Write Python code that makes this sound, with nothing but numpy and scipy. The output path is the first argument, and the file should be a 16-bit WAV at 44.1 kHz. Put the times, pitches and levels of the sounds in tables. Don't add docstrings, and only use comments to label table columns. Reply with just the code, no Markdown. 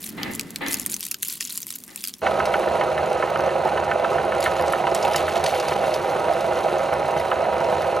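import sys
import numpy as np
from scipy import signal
from scipy.fft import rfft, irfft
from scipy.io import wavfile

SR = 44100
rng = np.random.default_rng(int(sys.argv[2]) if len(sys.argv) > 2 else 0)


def materialize(psi):
    bounded = np.clip(np.atleast_2d(psi).T, -1, 1)
    quanta = np.round(bounded * 32767).astype(np.int16)
    wavfile.write(sys.argv[1], SR, quanta)


N = 352800
T = np.arange(N) / SR
HZ = np.fft.rfftfreq(N, 1 / SR)
CUT_S, BAND_EDGE_HZ = 2.216, 16000


def gain_of(db):
    return 10 ** (np.asarray(db) / 20)


def unit_rms(x):
    return x / np.sqrt(np.mean(x ** 2) + 1e-20)


def curve_at(points, hz):
    freqs, values = np.transpose(points)
    return np.interp(np.log(hz + 1), np.log(freqs + 1), values)


def add(mix, start_s, sound):
    part = mix[max(round(start_s * SR), 0):][:len(sound)]
    part += sound[:len(part)]


def colour(x, gain):
    cepstrum = irfft(np.log(np.maximum(gain, 1e-5)), len(x))
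    cepstrum[1:len(x) // 2] *= 2
    cepstrum[len(x) // 2 + 1:] = 0
    return irfft(rfft(x) * np.exp(rfft(cepstrum)), len(x))


def shaped(x, spectrum):
    return unit_rms(colour(x, gain_of(curve_at(spectrum, HZ))))


def drift(rate_hz):
    return unit_rms(irfft(rfft(rng.standard_normal(N)) * np.exp(-(HZ / rate_hz) ** 2), N))


def swells(rows, attack_s, fall_db_per_s):
    t = T[::32]
    start, length, db = np.transpose(rows)[:, :, None]
    rise = np.clip((t - start) / attack_s, 0, 1)
    fall_db = fall_db_per_s * np.maximum(t - start - length, 0)
    return np.interp(T, t, np.linalg.norm(rise * gain_of(db - fall_db), axis=0))


def clicks(per_s, spread_db):
    hit, out = rng.random(N) < per_s / SR, np.zeros(N)
    draw = rng.uniform(-1, 1, N)[hit]
    out[hit] = np.sign(draw) * gain_of(spread_db * np.minimum(-np.log(abs(draw)), 4))
    return unit_rms(out)


def snap(spectrum, centre_hz, decay_s, grit, focus_db):
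    t = np.arange(2048) / SR
    hz = np.fft.rfftfreq(len(t), 1 / SR)
    push = (t == 0) + grit * rng.standard_normal(len(t)) * np.exp(-t / decay_s)
    skirt_db = -focus_db * np.minimum(np.log2((hz + 1) / centre_hz) ** 2, 1)
    knots_hz = np.geomspace(1000, BAND_EDGE_HZ, 24)
    uneven_db = 4.5 * np.interp(hz, knots_hz, rng.standard_normal(len(knots_hz)))
    sound = colour(push, gain_of(curve_at(spectrum, hz) + skirt_db + uneven_db))
    return sound / np.linalg.norm(sound)


def fractures(rows, spectrum, decay_s, grit, focus_db, span_s):
    out = np.zeros(N)
    for time_s, db, centre_hz in rows:
        sound = snap(spectrum, centre_hz, decay_s, grit, focus_db)
        add(out, time_s, gain_of(db) * np.sqrt(span_s * SR) * sound)
    return out


def crackle(spectrum, low_hz, per_s, spread_db, decay_s, focus_db, count=24):
    out = np.zeros(N)
    for hz in np.geomspace(low_hz, BAND_EDGE_HZ, count):
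        breaks = clicks(per_s / count, spread_db)
        ring = snap(spectrum, hz, decay_s, grit=0.94, focus_db=focus_db)
        out += gain_of(curve_at(spectrum, hz)) * np.sqrt(hz) * signal.oaconvolve(breaks, ring)[:N]
    return unit_rms(out)


def room(x, t60_s, wet_db, width):
    t = np.arange(SR // 2) / SR
    mid, side = rng.standard_normal((2, len(t))) * gain_of(-60 * t / t60_s) * (t > 0.002)
    tail = np.array([mid + width * side, mid - width * side])
    tail /= np.linalg.norm(tail, axis=1, keepdims=True)
    return x + gain_of(wet_db) * signal.fftconvolve(x[None], tail, axes=1)[:, :N]


# (time [s], level [dB])
DRONE_LEVELS = [(0, -47.5), (.27, -34.5), (.55, -41), (.93, -41.5), (1.02, -51.5), (2.2, -52.5)]
# (frequency [Hz], relative level [dB])
DRONE_SPECTRUM = [(25, -24.5), (130, -13.5), (210, -3), (330, -9.5), (550, -24), (2000, -29.5),
                  (14000, -46)]


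def room_drone():
    mid, side = (shaped(noise, DRONE_SPECTRUM) for noise in rng.standard_normal((2, N)))
    envelope = gain_of(np.interp(T, *np.transpose(DRONE_LEVELS)))
    return envelope * (mid + gain_of(-11.5) * np.array([side, -side]))


# (frequency [Hz], relative level [dB])
BRUSH_SPECTRUM = [(50, -13), (90, 4), (125, -1), (228, 10), (330, 9.5), (520, 2), (1280, 1.5), (1650, 0.5),
                  (2020, 6.5), (2600, -3), (4200, -8.5), (6000, -41)]
# (start [s], length [s], level [dB])
HAND_STROKES = [(0.17, 0.098, -35.5), (0.602, 0.071, -32), (1.867, 0.038, -51.5)]


def hand_on_plate():
    friction = shaped(clicks(per_s=5300, spread_db=5), BRUSH_SPECTRUM)
    lift_s, slide_db = 0.83, -55.5
    pressure = swells([(0, lift_s, slide_db), *HAND_STROKES], attack_s=0.012, fall_db_per_s=138)
    return room(friction * pressure, t60_s=0.078, wet_db=2, width=0.69)


# (frequency [Hz], relative level [dB])
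FOIL_SPECTRUM = [(500, -67), (1000, -6), (1800, -4), (2400, 2), (5000, -0.5), (9500, 0.5), (13000, 1.5),
                 (16000, -4.5)]
# (time [s], level [dB], centre [Hz])
CREASE_SNAPS = [(0.041, -23.5, 3600), (0.232, -12.5, 4020), (0.3358, -22, 6800), (0.351, -16.5, 7800),
                (0.3955, -11.5, 5800), (0.411, -18, 6460), (0.506, -23.5, 6960), (0.56, -13.5, 5040),
                (0.665, -17, 4440), (0.684, -14, 7300), (0.7147, -16, 9900), (0.7245, -14, 9000),
                (0.731, -13, 8600), (0.743, -7, 8460), (0.7975, -13.5, 7300), (0.8158, -22, 8700),
                (0.8626, -8, 9200), (0.869, -21, 9000), (0.912, -19, 10400), (0.9238, -16, 11000),
                (0.942, -10, 6440), (0.965, -17.5, 5670), (1.0075, -15.5, 7760), (1.029, -17, 7040),
                (1.0405, -21, 9000), (1.052, -17.5, 7950), (1.0665, -17.5, 10700), (1.1129, -10.5, 10000),
                (1.116, -13, 7500), (1.1438, -14.5, 4900), (1.2258, -13, 10000), (1.23, -9, 10900),
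                (1.408, -10.5, 6700), (1.451, -16, 7960), (1.525, -26, 11000), (1.576, -12, 7050),
                (1.62, -19.5, 9500), (1.63, -19, 6000), (1.668, -19, 10800), (1.705, -15.5, 6650),
                (1.739, -24, 6500), (1.838, -24, 9000), (1.96, -16, 9000), (2.04, -13.5, 8800),
                (2.052, -18.5, 8200), (2.0742, -14, 10200), (2.083, -17, 8500), (2.139, -20, 5470)]
# (time [s], level [dB])
BUCKLE_POPS = [(0.396, -16.5), (0.5607, -25), (1.4079, -19)]
# (start [s], length [s], level [dB])
FINGER_SQUEEZES = [(0, 0.064, -36), (.3, 0.054, -43), (.66, 0.048, -35.5), (.705, 0.071, -34),
                   (.8, 0.15, -39.5), (.98, 0.081, -39.5), (1.24, 0.1, -32.5), (1.41, 0.17, -34),
                   (1.67, 0.085, -38.5), (1.78, 0.16, -50.5), (1.97, 0.11, -38)]


def wrappers():
    snaps = fractures(CREASE_SNAPS, FOIL_SPECTRUM, decay_s=0.00069, grit=1, focus_db=11, span_s=0.00034)
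    pop_hz = 2400
    buckles = [(time_s, db, pop_hz) for time_s, db in BUCKLE_POPS]
    pops = fractures(buckles, FOIL_SPECTRUM, decay_s=0.0014, grit=1, focus_db=40, span_s=0.0004)
    rub = shaped(rng.standard_normal(N), FOIL_SPECTRUM)
    creases = crackle(FOIL_SPECTRUM, low_hz=3240, per_s=650, spread_db=3.6,
                      decay_s=0.0005, focus_db=13, count=64)
    t, strain = np.arange(-0.04, 0.04, 1 / SR), np.zeros(N)
    for time_s, db, _ in CREASE_SNAPS:
        add(strain, time_s + t[0], gain_of(db - 24.5) * np.exp(-abs(t) / 0.0035))
    squeeze = swells(FINGER_SQUEEZES, attack_s=0.0068, fall_db_per_s=259)
    settling = gain_of(-55.5)
    handling = np.hypot(squeeze, settling) * gain_of(5 * np.tanh(drift(90)))
    crinkle = (creases + gain_of(-24) * rub) * (handling + strain)
    sound = snaps + pops + crinkle + gain_of(-60) * rub
    return room(sound, t60_s=0.043, wet_db=-11, width=0.55) * gain_of([[0.25], [-0.25]])


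# (frequency [Hz], relative level [dB])
HISS_SPECTRUM = [(1500, -5.5), (2700, 15), (3400, 2.5), (4150, 10.5), (4900, -4.5), (6200, 1), (7800, -8),
                 (9500, -3), (15000, -27.5)]
GEAR_HZ = 24.93


def motor_hiss():
    hiss = shaped(clicks(per_s=6000, spread_db=2), HISS_SPECTRUM)
    pulse_db = 0.22 * np.cos(2 * np.pi * GEAR_HZ * T)
    flutter_db = 2 * drift(52) + 0.4 * drift(6.3)
    return hiss * gain_of(-44 + pulse_db + flutter_db)


# (frequency [Hz], relative level [dB])
CANDY_SPECTRUM = [(900, -26), (2000, 9.5), (3900, 3.5), (6000, -1.5), (8000, -6), (10500, -3.5),
                  (16000, -19)]
# (time [s], level [dB], centre [Hz])
CANDY_CRACKS = [(2.455, -26, 6500), (4.405, -27, 9350), (4.427, -23.5, 6040), (4.44, -24, 11500),
                (4.68, -30, 5700), (4.724, -27, 10000), (4.9475, -20, 7040), (5.0266, -25.5, 5900),
                (5.0493, -22, 3020), (5.134, -26, 4000), (5.16, -16.5, 5700), (5.3567, -26, 4370),
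                (5.44, -21, 6500), (5.4624, -17.5, 4400), (5.5994, -24, 4500), (5.6847, -24.5, 5700),
                (5.9397, -24, 4250)]
# (start [s], length [s], level [dB])
GRIT_SCRAPES = [(2.22, 0.55, -47.5), (4.95, 0.29, -42), (5.48, 0.22, -43), (6.3, 0.45, -45.5),
                (7.13, 0.038, -39), (7.65, 0.45, -46.5)]


def candies():
    cracks = fractures(CANDY_CRACKS, CANDY_SPECTRUM,
                       decay_s=0.0045, grit=0.9, focus_db=10, span_s=0.0021)
    crumbs = crackle(CANDY_SPECTRUM, low_hz=2100, per_s=850, spread_db=1.7,
                     decay_s=0.0022, focus_db=9, count=32)
    attack_s, shed_s = 0.0019, 0.0075
    shed = [(time_s, shed_s, db) for time_s, db, _ in CANDY_CRACKS]
    burst = gain_of(-17) * swells(shed, attack_s, fall_db_per_s=197)
    grit = gain_of(-24) * swells(shed, attack_s, fall_db_per_s=14)
    scrape = swells(GRIT_SCRAPES, attack_s=0.052, fall_db_per_s=107)
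    old_grit = gain_of(-51)
    envelope = np.sqrt(burst ** 2 + grit ** 2 + scrape ** 2 + old_grit ** 2)
    return cracks + crumbs * envelope * gain_of(2.9 * np.tanh(drift(24)))


# (frequency [Hz], relative level [dB], t60 [s])
BARREL_MODES = [(993, 2, 0.095), (1273, 11, 0.02), (1510, 8.5, 0.027), (1786, 7, 0.037), (2184, 7.5, 0.013),
                (2610, -0.5, 0.016), (2950, 8, 0.0071)]
# (time [s], relative level [dB])
AUGER_KNOCKS = [(2.265, -22.5), (2.401, -23.5), (2.539, -23), (2.676, -32.5), (2.8112, -25), (2.978, -32.5),
                (3.224, -24), (3.358, -28.5), (3.49, -31.5), (3.774, -27), (3.913, -24), (4.045, -25),
                (4.182, -28), (4.3203, -27.5), (4.4598, -21.5), (4.594, -31), (4.7341, -24.5), (4.869, -26),
                (5.144, -25.5), (5.28, -29.5), (5.718, -29.5), (6.928, -33), (7.315, -23)]


def auger():
    t, knocks = np.arange(SR // 8) / SR, np.zeros(N)
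    modes = np.array([(-1) ** k * gain_of(db - 60 * t / t60_s) * np.sin(2 * np.pi * hz * t)
                      for k, (hz, db, t60_s) in enumerate(BARREL_MODES)])
    for time_s, db in AUGER_KNOCKS:
        ring = gain_of(rng.standard_normal(len(modes))) @ modes
        push = (t == 0) + 0.17 * rng.standard_normal(len(t)) * np.exp(-t / 0.005)
        knock = signal.fftconvolve(push, ring)[:len(t)]
        add(knocks, time_s, gain_of(db - 7.3) * unit_rms(knock))
    ticks = unit_rms(signal.oaconvolve(clicks(per_s=30, spread_db=1.5), modes.sum(axis=0))[:N])
    chatter = crackle(CANDY_SPECTRUM, low_hz=1500, per_s=60, spread_db=2.1, decay_s=0.003, focus_db=5)
    return knocks + gain_of(-42.5) * ticks + gain_of(-47.5) * chatter


# (multiple of gear speed, level [dB])
MESH_TONES = [(8.14, -49.5), (20.05, -39), (20.6, -42.5), (21.5, -43), (22, -35), (25, -33.5), (26, -40.5),
              (27, -37.5), (31, -39), (38.2, -43.5)]


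def gear_mesh(turns):
    tones = np.zeros(N)
    for order, db in MESH_TONES:
        waver = 1 + 0.45 * drift(7)
        tones += gain_of(db) * np.sqrt(2) * waver * np.cos(2 * np.pi * (order * turns + rng.random()))
    return tones


THUD_TIMES_S = [2.32, 2.799, 3.319, 3.922, 3.96, 4.001, 4.162, 4.399, 5.368, 5.488, 6.301, 6.584, 6.666,
                7.431, 7.471]


def gear_thuds(length_s=0.016, pitch_hz=630):
    t, out = np.arange(0, length_s, 1 / SR), np.zeros(N)
    window = np.sin(np.pi * t / length_s) ** 2
    for time_s in THUD_TIMES_S:
        hz = pitch_hz * (1 + 0.035 * rng.standard_normal())
        add(out, time_s - length_s / 2, window * np.cos(2 * np.pi * (hz * t + rng.random())))
    return gain_of(-15) * out


# (frequency [Hz], width [Hz], relative level [dB])
HOUSING_MODES = [(82.6, 18.7, -7.5), (147.3, 34.4, -9), (200, 81, -14.5), (362.3, 44, -1.5), (428, 47, -4),
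                 (513.3, 40, 1), (629, 98, 1), (706, 93, -3), (806.3, 55, 2), (950.6, 26.6, 1),
                 (1271, 25, -4.5), (1396, 54, -11), (1515, 49, -11.5), (2039, 32, -14.5)]
# (frequency [Hz], relative level [dB])
HOUSING_SPECTRUM = [(35, -73), (70, -30), (290, -18), (480, -11.5), (890, -15.5), (1050, -10), (1200, -14),
                    (1700, -19.5), (2800, -25.5), (3400, -34.5), (8000, -57)]
# (start [s], length [s], level [dB])
RATTLE_SURGES = [(3.642, .02, -21), (5.04, 0.022, -23), (6.12, 0.13, -34)]


def gear_rattle(turns):
    angle = 2 * np.pi * turns
    swing = np.cos(angle) + 0.6 * np.cos(2 * angle) + 0.5 * np.cos(3 * angle)
    teeth = clicks(per_s=1400, spread_db=1.4) * gain_of(1.7 * swing + 0.7 * drift(30))
    mode_power = sum(gain_of(db) ** 2 / (1 + ((HZ - hz) / (0.61 * width_hz)) ** 2) ** 2
                     for hz, width_hz, db in HOUSING_MODES)
    housing = np.sqrt(mode_power + gain_of(curve_at(HOUSING_SPECTRUM, HZ)) ** 2)
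    rattle = gain_of(-23.5) * unit_rms(colour(teeth, housing))
    lift_db, centre_hz, spread_hz = 17, 865, 150
    strained = housing * gain_of(lift_db * np.exp(-((HZ - centre_hz) / spread_hz) ** 2))
    surge = swells(RATTLE_SURGES, attack_s=0.0089, fall_db_per_s=320)
    return rattle + surge * unit_rms(colour(teeth, strained))


def gears(fade_in_s=0.027):
    turns = np.cumsum(GEAR_HZ * (1 + 0.0022 * drift(1.723))) / SR + 0.25
    fade = np.sqrt(np.clip((T - CUT_S) / fade_in_s, 0, 1))
    return fade * (gear_rattle(turns) + gear_mesh(turns) + gear_thuds())


# (frequency [Hz], left minus right [dB])
GRINDER_BALANCE = [(180, 2), (510, -1.5), (550, -3.5), (625, -1.5), (675, -6.5), (800, -5), (1300, -4.5),
                   (2000, 0.1), (15000, -1.5)]
# (frequency [Hz], left lead [rad])
GRINDER_PHASE = [(80, -0.18), (480, -0.51), (525, -0.28), (595, -0.73), (950, 0.53), (1280, 0.32),
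                 (1600, 0.76), (2100, 0.63), (15000, -0.17)]


def grinder():
    body = room(gears(), t60_s=0.09, wet_db=-19.5, width=0.32)
    bright = room(motor_hiss() + auger() + candies(), t60_s=0.11, wet_db=-12.5, width=0.06)
    left = gain_of(curve_at(GRINDER_BALANCE, HZ) / 2) * np.exp(0.5j * curve_at(GRINDER_PHASE, HZ))
    return irfft(rfft(body + bright) * np.array([left, 1 / left]), N)


def scene():
    return np.where(T < CUT_S, room_drone() + hand_on_plate() + wrappers(), grinder())


def record(dry):
    lowpass = signal.firwin(511, BAND_EDGE_HZ, window=("kaiser", 9), fs=SR)
    return signal.oaconvolve(dry, lowpass[None], "same")


dry = scene()
out = record(dry)
materialize(out)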